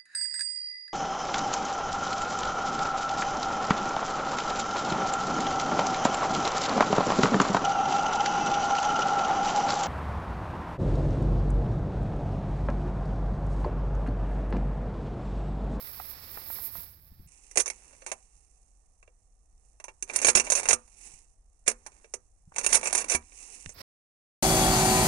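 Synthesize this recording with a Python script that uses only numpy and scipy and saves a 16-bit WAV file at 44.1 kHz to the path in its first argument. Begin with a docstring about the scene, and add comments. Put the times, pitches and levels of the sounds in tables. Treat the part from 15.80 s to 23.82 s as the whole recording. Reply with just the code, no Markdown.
"""Faint wind crosses a field; cloth rustles and fingers knock by a close microphone, its left port covered.
At 1.47 s slow motion begins and the treble ends at 10 kHz. A hunter kneeling in tall grass dry-fires a
shotgun (1.8 s), fumbles, then works the action (4.2 s): steel parts clack, chatter and slide, the bolt
jolts the gun and sleeves rustle. The hammer falls again (5.9 s) and the action is worked again (6.7 s).
A dry stalk snaps, and at 7.94 s full speed returns with a last brush of cloth."""
import sys
import numpy as np
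from scipy import signal
from scipy.fft import rfft, irfft, next_fast_len
from scipy.io import wavfile
from scipy.ndimage import uniform_filter1d

SR = 44100
rng = np.random.default_rng(int(sys.argv[2]) if len(sys.argv) > 2 else 0)


def wrap_up_sound(samples):
    """Save the sound to the file named by the first command line argument, as 16-bit audio."""
    columns = np.atleast_2d(samples).T
    # keep every value between -1 and 1, then stretch to whole-number steps
    tamed = np.clip(columns, -1, 1)
    steps = np.round(tamed * 32767).astype(np.int16)
    wavfile.write(sys.argv[1], SR, steps)


N = 353593
TIME = np.arange(N) / SR


def from_db(db):
    """Turn decibels into a number to multiply by."""
    return 10 ** (np.asarray(db) / 20)


def rms_one(x):
    """Scale a signal so that its average power is 1."""
    return x / np.sqrt(np.mean(x ** 2) + 1e-20)


def at_hz(points, hz):
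    """Read between the rows of a frequency table, giving each octave equal room."""
    f, value = np.transpose(points)
    return np.interp(np.log(np.maximum(hz, 1)), np.log(f), value)


def drift(rate):
    """A wandering curve that heads for a new random value rate times a second."""
    return np.interp(TIME * rate, np.arange(4000), rng.standard_normal(4000))


def add(track, s, sound):
    """Lay a sound into a track, s seconds in."""
    start = int(s * SR)
    track[..., start:start + sound.shape[-1]] += sound[..., :N - start]


def colour(x, spectrum):
    """Give a sound the tone of a frequency table; white noise keeps its power."""
    size = 8192
    gain = rms_one(from_db(at_hz(spectrum, np.fft.rfftfreq(size, 1 / SR))))
    # minimum phase: the filter never sounds before it is struck
    cepstrum = irfft(np.log(gain))
    cepstrum[1:size // 2] *= 2
    cepstrum[size // 2 + 1:] = 0
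    response = irfft(np.exp(rfft(cepstrum)))
    return signal.oaconvolve(x, response[None], axes=-1)[:, :x.shape[-1]]


def resonate(x, hz, width_hz):
    """Keep a narrow band of the sound around one pitch."""
    r = np.exp(-np.pi * width_hz / SR)
    feedback = [1, -2 * r * np.cos(2 * np.pi * hz / SR), r * r]
    return signal.lfilter(np.array([1, 0, -1]) * (1 - r * r) / 2, feedback, x)


def ring(x, hz, t60):
    """Every click starts a pure tone that fades by 60 dB in t60 seconds."""
    r, w = from_db(-60 / (t60 * SR)), 2 * np.pi * hz / SR
    return signal.lfilter([0, np.sin(w)], [1, -2 * r * np.cos(w), r * r], x + 1e-18)


def balance(force, treble_db, body_db, split_hz=3700, lowest_hz=270):
    """Set the treble and the body below it apart, dropping deep bass; harder hits have more treble."""
    body = signal.sosfilt(signal.butter(3, split_hz, "low", fs=SR, output="sos"), force)
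    body = signal.lfilter(*signal.butter(2, lowest_hz, "high", fs=SR), body)
    treble = signal.sosfilt(signal.butter(3, split_hz, "high", fs=SR, output="sos"), force)
    return from_db(treble_db) * treble + from_db(body_db) * body


def grains(spread_db, shape):
    """Gritty noise: a crowd of tiny hits of very unequal size."""
    hits = rng.standard_normal(shape)
    sizes = from_db(spread_db * np.clip(rng.standard_normal(shape), -2, 2))
    return rms_one(hits * sizes)


def dying_noise(t60):
    """Two bursts of noise, like countless tones fading together."""
    burst = rng.standard_normal((2, 16384)) * from_db(-60 * TIME[:16384] / t60)
    return burst / np.sqrt(np.sum(burst ** 2, axis=1, keepdims=True))


def taps(rows, spectrum, t60, gain_db=0.0):
    """One short, quickly fading touch for each row of a table."""
    track = np.zeros((2, N))
    for s, level_db in rows:
        touch = colour(dying_noise(t60), spectrum)
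        add(track, s, from_db(level_db + gain_db) * touch / np.abs(touch).max())
    return track


def friction(level_db, spectrum, grain_db, flutter_db, flutter_rate):
    """Fibres flick past each other under uneven pressure."""
    fibres = rms_one(grains(grain_db, (2, N)) * from_db(flutter_db * drift(flutter_rate)))
    return colour(fibres, spectrum) * from_db(level_db)


def slow_motion(start_s=1.47, end_s=7.94):
    """A smooth switch: 1 in slow motion, 0 at full speed."""
    return uniform_filter1d(((TIME > start_s) & (TIME < end_s)).astype(float), size=512)


# After each try the hands fumble lightly, then work the action hard: start/s, end/s, level/dB
HAND_WORK = [(1.894, 2.315, -69.5), (4.26, 4.961, -48), (5.957, 6.3, -72), (6.733, 7.343, -47)]
def hand_effort(ease_s=0.061):
    """How hard the hands work the gun; zero while they rest."""
    return sum(from_db(level_db) * np.clip(np.minimum(TIME - start, end - TIME) / ease_s, 0, 1)
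               for start, end, level_db in HAND_WORK)


# Tone of the open field's far hum: f/Hz, level/dB
FIELD_TONE = [(100, -9), (300, 1), (380, -3.5), (470, 1.5), (590, 0.5), (770, 7), (950, -12.5),
              (1200, -2.5), (1500, -22.5), (3000, -37.5)]
def field(level_db=-83):
    """Distant air makes a steady, very quiet noise."""
    return from_db(level_db) * colour(rng.standard_normal((2, N)), FIELD_TONE)


# Tone of the wind in slow motion: f/Hz, level/dB
WIND_TONE = [(12, -6), (28, 3), (45, 4.5), (70, -7), (100, -16.5), (200, -27), (400, -54.5)]
def wind(slow, slow_db=-63.5, fast_db=-59, lumps_db=-0.5, shake_db=-19.5):
    """A breeze rumbles on the microphone: louder as the hands work, an octave higher at full speed."""
    air = rng.standard_normal((2, N)) * from_db(lumps_db * drift(rate=8))
    slow_air = air * slow * (from_db(slow_db) + from_db(shake_db) * hand_effort())
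    fast_air = air * (1 - slow) * from_db(fast_db)
    octave_up = [(2 * hz, db) for hz, db in WIND_TONE]
    return colour(slow_air, WIND_TONE) + colour(fast_air, octave_up)


# Stalks breaking: t/s, level/dB
STALK_SNAPS = [(1.3374, -60), (7.426, -53), (7.8603, -29)]
# Tone of a snap: f/Hz, level/dB
SNAP_TONE = [(300, -1), (900, -8), (1800, 6), (3800, -1.5), (5500, -3), (7000, -9), (11000, -36)]
def stalks():
    """Dry grass stalks snap with a tiny, sharp click."""
    return taps(STALK_SNAPS, SNAP_TONE, t60=0.0085)


# Finger knocks and hand bumps: t/s, level/dB
FINGER_KNOCKS = [(0.199, -34.5), (0.573, -33.5), (0.701, -37.5), (0.785, -44), (0.953, -41), (6.72, -47)]
HAND_BUMPS = [(0.969, -45), (1.314, -44.5), (1.394, -45), (1.459, -49.5), (5.335, -52), (6.674, -45.5),
              (7.858, -38)]
# Tone of each: f/Hz, level/dB
KNOCK_TONE = [(100, -2), (400, -5.5), (800, 7), (1400, 2.5), (2600, -9), (5000, -52)]
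BUMP_TONE = [(25, 4), (70, -3.5), (160, 0.5), (300, -20.5), (800, -58)]
def handling():
    """Fingers knock on the camera; the soft hand makes deeper, longer bumps."""
    knocks = taps(FINGER_KNOCKS, KNOCK_TONE, t60=0.031, gain_db=3.5)
    bumps = taps(HAND_BUMPS, BUMP_TONE, t60=0.097, gain_db=1.0)
    return knocks + bumps


# Cloth sliding before and after the slow motion: t/s, hiss level/dB, rub level/dB
CLOTH_BEFORE = [(0.0, -48, -50), (0.008, -44.5, -53), (0.634, -44, -52.5), (0.862, -34, -51),
                (0.91, -47, -59), (0.966, -38, -52), (1.202, -62, -70.5), (1.46, -62.5, -72.5)]
CLOTH_AFTER = [(7.95, -55, -59.5), (8.01, -65, -44.5)]
# Tone of its hiss and its rub: f/Hz, level/dB
CLOTH_HISS_TONE = [(3000, -34), (6500, -15), (9000, -9), (10500, -3.5), (12000, 8.5), (15500, 6.5)]
CLOTH_RUB_TONE = [(120, -1), (300, -5), (600, -3), (1300, -3.5), (2300, -4), (3000, -12), (4200, -4.5),
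                  (5400, -1), (6300, -18), (9000, -17)]
def cloth(hiss_gain_db=1.0, rub_gain_db=-1.0):
    """Cloth slides close to the microphone: a fine hiss over a duller rub."""
    times, hiss_levels, rub_levels = np.vstack([CLOTH_BEFORE, CLOTH_AFTER]).T
    hiss_db = np.interp(TIME, times, hiss_levels) + hiss_gain_db
    rub_db = np.interp(TIME, times, rub_levels) + rub_gain_db
    hiss = friction(hiss_db, CLOTH_HISS_TONE, grain_db=6.5, flutter_db=2.6, flutter_rate=29)
    rub = friction(rub_db, CLOTH_RUB_TONE, grain_db=2.5, flutter_db=2.0, flutter_rate=150)
    return hiss + rub


# Arm movements, each swelling to a peak and fading: t/s, swell and fade time/s, level/dB
ARM_SWELLS = [(1.55, 0.34, -62), (1.9, 0.65, -56), (2.65, 0.28, -76), (3.87, .15, -67.5), (4.65, 0.25, -53),
              (5.27, 0.088, -46.5), (6.17, 0.3, -63), (6.98, 0.089, -45), (7.62, 0.053, -45),
              (7.75, 0.18, -46)]
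# Tone of the sleeves' hiss and rub in slow motion: f/Hz, level/dB
SLEEVE_HISS_TONE = [(1400, -35.5), (2000, -9.5), (2700, -3), (3200, -20), (4800, -13.5), (6000, 0),
                    (7500, -1.5), (9800, -0.5)]
SLEEVE_RUB_TONE = [(100, -14.5), (250, -2.5), (370, -4), (470, -2), (600, -12), (770, -1.5), (950, -4),
                   (1200, -8.5), (1500, -12.5), (1850, -9), (3000, -25.5)]
def sleeves(rest_hiss_db=-77, rest_rub_db=-90, hiss_gain_db=2.5, arm_rub_db=-18.0, grip_db=-7.0,
            snags_per_s=30, snag_db=17.0, firm_db=-60.5, thinnest_db=-8):
    """Sleeves rustle as the arms move and rub on the gun as it is worked; now and then a fibre snags."""
    motion = np.sqrt(sum((from_db(level_db) * np.exp(-np.abs(TIME - s) / swell_s)) ** 2
                         for s, swell_s, level_db in ARM_SWELLS))
    hiss_db = 20 * np.log10(np.hypot(from_db(rest_hiss_db), motion))
    rubbing = from_db(arm_rub_db) * motion + from_db(grip_db) * hand_effort()
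    rub_db = 20 * np.log10(from_db(rest_rub_db) + rubbing)
    snags = (rng.random((2, N)) < snags_per_s / SR) * rng.standard_normal((2, N))
    crackle = colour(snags, SLEEVE_HISS_TONE) * from_db(hiss_db + snag_db)
    hiss = friction(hiss_db + hiss_gain_db, SLEEVE_HISS_TONE,
                    grain_db=5.5, flutter_db=2.6, flutter_rate=340)
    rub = friction(rub_db, SLEEVE_RUB_TONE, grain_db=0.5, flutter_db=1.5, flutter_rate=87)
    body_db = np.clip(hiss_db - firm_db, thinnest_db, 0)   # gentle moves sound thinner
    return balance(hiss + crackle, 0, body_db, split_hz=4540) + rub


def rattle(ticks_per_s=130, spread_db=6.0, scuff_db=-10.0):
    """While the hands work, loose parts tick at random over a faint scuffing."""
    clicks = (rng.random(N) < ticks_per_s / SR) * rng.choice([-1, 1], (2, N))
    sizes = from_db(spread_db * np.clip(rng.standard_normal(N), -2, 2))
    scuff = from_db(scuff_db) * rng.standard_normal((2, N))
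    return balance(hand_effort() * (rms_one(clicks * sizes) + scuff), treble_db=0, body_db=3.5)


# The bolt unlocks or reaches the end of its travel: t/s, level/dB
BOLT_JOLTS = [(4.227, -39.5), (4.447, -24), (4.554, -16.5), (4.931, -23.5), (7.349, -21.5)]
def jolts(push_s=0.0032):
    """The bolt gives the whole gun a smooth, heavy push that wakes only its lowest tones."""
    force = np.zeros((2, N))
    push = np.sin(np.pi * np.minimum(TIME[:1024] / push_s, 1)) ** 2
    for s, level_db in BOLT_JOLTS:
        add(force, s, from_db(level_db) * push)
    return force


# Bolt, bars and shell sliding: start/s, end/s, level/dB
STEEL_SLIDES = [(1.756, 1.767, -26.5), (1.772, 1.818, -26.5), (2.266, 2.307, -48), (4.333, 4.363, -36),
                (4.423, 4.445, -32), (4.472, 4.508, -18.5), (4.558, 4.6, -28), (4.71, 4.737, -28),
                (4.755, 4.804, -26), (4.885, 4.927, -23.5), (5.862, 5.877, -38.5), (5.873, 5.922, -33),
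                (6.832, 6.857, -30.5), (6.887, 6.923, -31), (6.921, 6.98, -23), (7.036, 7.074, -33),
                (7.137, 7.221, -29.5), (7.283, 7.364, -26.5)]
def slides(grit_db=8.5, catch_db=4.0, catch_rate=300, even_db=-34, dulling=0.18):
    """Steel scrapes on steel, catching and slipping, fastest in the middle of each stroke."""
    force = np.zeros((2, N))
    scrape = rms_one(grains(grit_db, (2, N)) * from_db(catch_db * drift(catch_rate)))
    for start, end, level_db in STEEL_SLIDES:
        speed = np.abs(np.sin(np.linspace(0, np.pi, int((end - start) * SR))))
        stroke = scrape[:, int(start * SR):][:, :len(speed)] * np.sqrt(speed)
        body_db = level_db + dulling * (even_db - level_db)   # weak strokes are duller
        add(force, start, balance(stroke, level_db, body_db))
    return force


# The hammer landing: t/s, level/dB
HAMMER_THUDS = [(1.761, -31), (1.771, -29.5), (5.879, -27.5)]
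# Tone of a thud: f/Hz, level/dB
THUD_TONE = [(200, -38), (280, -13.5), (350, -1), (450, 2), (560, -8), (800, -10.5), (1500, -37)]
def hammer():
    """The hammer falls and thuds in the stock, the gun's shoulder piece."""
    return taps(HAMMER_THUDS, THUD_TONE, t60=0.07, gain_db=4.5)


# Steel parts meeting inside the gun: t/s, treble level/dB, body level/dB, clack f/Hz, ping f/Hz
STEEL_HITS = [(1.7115, -37, -54.5, 2030, 5700), (1.7726, -6, -27, 2050, 6500), (1.7995, -8, -47, 355, 6350),
              (1.8592, -21, -37, 904, 5940), (1.8779, -24, -39.5, 2250, 6080),
              (1.9006, -22, -36, 2200, 6000), (2.1314, -53.5, -58, 426, 8120),
              (2.2204, -63, -49, 553, 6100), (2.2633, -25.5, -40, 890, 6400),
              (2.3163, -21, -32.5, 759, 6600), (3.2277, -52.5, -58.5, 1113, 7640),
              (3.277, -64, -60.5, 487, 8870), (3.9999, -42.5, -47.5, 1890, 5960),
              (4.0408, -30, -46.5, 904, 6030), (4.0819, -43, -44, 902, 6040),
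              (4.2247, -19.5, -44.5, 2410, 6400), (4.2977, -51, -37.5, 2350, 6200),
              (4.3596, -9.5, -32.5, 1880, 9520), (4.388, -21, -38.5, 2730, 6370),
              (4.4169, -18.5, -36.5, 620, 8900), (4.4465, -4.5, -22.5, 2300, 6600),
              (4.4682, -5.5, -28.5, 740, 9400), (4.4844, -13, -21.5, 790, 6990),
              (4.5515, -0.5, -21.5, 2650, 6960), (4.5715, -7.5, -20.5, 2710, 5500),
              (4.598, -11, -26, 2780, 5980), (4.6463, -28, -57.5, 2330, 9100),
              (4.6728, -33, -38, 791, 6600), (4.7007, -9.5, -35, 650, 6800), (4.7202, -7, -27, 730, 6240),
              (4.7518, -9, -40, 2570, 6140), (4.8314, -25, -39, 860, 9100),
              (4.8554, -24.5, -30.5, 1030, 8800), (4.8865, -4.5, -27.5, 950, 6540),
              (4.9092, -9.5, -24.5, 930, 6530), (4.9298, -3.5, -25, 1190, 9100),
              (5.078, -48, -64.5, 760, 9500), (5.878, -4, -23, 2300, 7400), (6.0634, -31, -42.5, 902, 5870),
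              (6.244, -61, -52.5, 455, 5900), (6.338, -21.5, -40, 413, 7000),
              (6.7616, -24, -36.5, 880, 6930), (6.7829, -13.5, -31.5, 2380, 6200),
              (6.8633, -8, -29, 2690, 9100), (6.9277, -4, -26, 2340, 9600), (6.9513, -5, -27, 2260, 9660),
              (7.0304, -24, -33.5, 790, 10100), (7.0557, -26, -32.5, 2430, 6160),
              (7.0713, -14, -30, 2500, 7660), (7.1004, -45, -43, 786, 7990), (7.1277, -13, -32, 764, 9350),
              (7.1501, -10, -26.5, 1100, 9450), (7.1778, -13.5, -42, 2310, 6960),
              (7.2974, -16, -38, 2630, 6010), (7.3213, -29, -36, 483, 6460),
              (7.3485, -9.5, -27, 2300, 10150), (7.5212, -57, -55, 295, 5900),
              (7.8924, -31.5, -53.5, 448, 6430)]
def clacks(first_share=0.19, chatter_s=0.0025, chatter_spread_db=5, clack_db=6.0, ping_db=3.0,
           treble_gain_db=-11.5, body_gain_db=4.0):
    """Each part lands with one sharp blow, chatters to rest and sounds its own clack and ping."""
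    force, t = np.zeros((2, N)), TIME[:4096]
    for s, treble_db, body_db, clack_hz, ping_hz in STEEL_HITS:
        settle_s = chatter_s * from_db(chatter_spread_db * rng.uniform(-0.5, 1))
        blow = grains(spread_db=6.0, shape=(2, len(t))) * np.exp(-t / (2 * settle_s))
        # the chatter and the first sharp blow share the energy
        blow *= np.sqrt((1 - first_share) / np.sum(blow ** 2, axis=1, keepdims=True))
        blow[:, 10] += np.sqrt(first_share) * rng.choice([-1, 1], 2)
        clack = from_db(clack_db) * resonate(blow, clack_hz, width_hz=130)
        ping = from_db(ping_db) * resonate(blow, ping_hz, width_hz=260)
        add(force, s, balance(blow + clack + ping, treble_db + treble_gain_db, body_db + body_gain_db))
    return force * np.sqrt(SR / 100)


# Overall tone of the gun's many short vibrations: f/Hz, level/dB
GUN_TONE = [(40, -36.5), (120, -28), (200, -13), (380, -4), (800, -6.5), (1200, -5.5), (1550, -7),
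            (2000, -6), (2500, -2.5), (3300, -19.5), (5000, -12), (6000, 0), (7900, -4), (9300, -1.5)]
# Tones of stock, barrel and spring that ring on: f/Hz, level/dB, time to fade by 60 dB/s
GUN_RINGS = [(73, -59, 0.27), (232.6, -55, 0.23), (292, -55, 0.057), (387, -50, 0.13), (499, -50, 0.19),
             (633.3, -49.5, 0.031), (863, -47.5, 0.019), (970, -52.5, 0.15), (984, -49.5, 0.062),
             (1400, -57.5, 0.15), (2460, -47, 0.048), (2734, -38, 0.034), (6300, -54, 0.067),
             (6700, -47, 0.1), (6050, -45.5, 0.096), (6600, -45.5, 0.065), (9600, -43, .06)]
def gun(force, crack_db=5.0, steel_db=0.5, stock_db=-4.5, stock_cutoff_hz=1300, grass_db=-35.0,
        rings_db=-2.0, place_db=6.0):
    """A blow makes the gun crack, its steel ring briefly, its stock longer and the grass echo faintly."""
    stock = signal.lfilter(*signal.butter(2, stock_cutoff_hz, fs=SR), dying_noise(t60=0.19))
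    steel = dying_noise(t60=0.055)
    grass = dying_noise(t60=0.67)
    answer = from_db(steel_db) * steel + from_db(stock_db) * stock + from_db(grass_db) * grass
    answer[:, 0] += from_db(crack_db)
    sound = signal.oaconvolve(force, colour(answer, GUN_TONE), axes=-1)[:, :N]
    for hz, level_db, t60 in GUN_RINGS:
        # the point of contact moves, so each tone is struck now more, now less
        wander_db = place_db * np.tanh(drift(rate=20))
        sound += ring(force * from_db(level_db + rings_db + wander_db), hz, t60)
    return sound


# The microphone's covered left port (opening) against its open right one: f/Hz, level/dB
LEFT_SHADE = [(60, -0.5), (200, -2.5), (400, -4.5), (800, -4), (1200, -7.5), (1500, 3.5), (1900, -15.5),
              (2400, -9), (3500, -11.5), (4800, -10), (6500, -22), (7800, -15.5), (9300, -23), (13000, -21)]
# How alike the two sides are: f/Hz, likeness from 0 to 1
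SIDE_LIKENESS = [(50, .88), (500, .9), (1200, 0.38), (2500, 0.36), (5000, 0.53), (12000, 0.12)]
def microphone(pair, right_lag_s=0.00025):
    """Two signals become left and right: partly alike, the left dull and a little early."""
    size = next_fast_len(N + 2048)
    hz = np.fft.rfftfreq(size, 1 / SR)
    shared, own = rfft(pair, size)
    alike = at_hz(SIDE_LIKENESS, hz)
    shade = from_db(at_hz(LEFT_SHADE, hz))
    left = shade * (alike * shared + np.sqrt(1 - alike ** 2) * own)
    right = shared * np.exp(-2j * np.pi * hz * right_lag_s)
    make_up = 2 / np.sqrt(1 + shade ** 2 + shade * alike)
    return irfft(np.array([left, right]) * make_up, size)[:, :N]


def scene(gun_left_db=-1.5, gun_right_db=-1.0):
    """Gun (held to the right) and sleeves in slow motion, cloth before and after, wind throughout."""
    slow = slow_motion()
    shotgun = gun(clacks() + slides() + rattle() + jolts()) + hammer()
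    rustle = slow * sleeves() + (1 - slow) * cloth()
    background = rustle + handling() + stalks() + wind(slow) + field()
    return microphone(shotgun) * from_db([[gun_left_db], [gun_right_db]]) + microphone(background)


def low_pass(x, hz):
    """Cut the treble very steeply above hz."""
    return signal.sosfilt(signal.ellip(12, .1, 80, hz, fs=SR, output="sos"), x)


def record(dry):
    """Round off the loudest peaks and cut the treble, further down in slow motion."""
    ceiling, slow_cutoff_hz, cutoff_hz = 0.8, 10000, 16000
    slow = slow_motion()
    rounded = dry / (1 + (dry / ceiling) ** 4) ** .25
    return low_pass(slow * low_pass(rounded, slow_cutoff_hz) + (1 - slow) * rounded, cutoff_hz)


dry = scene()
out = record(dry)
wrap_up_sound(out)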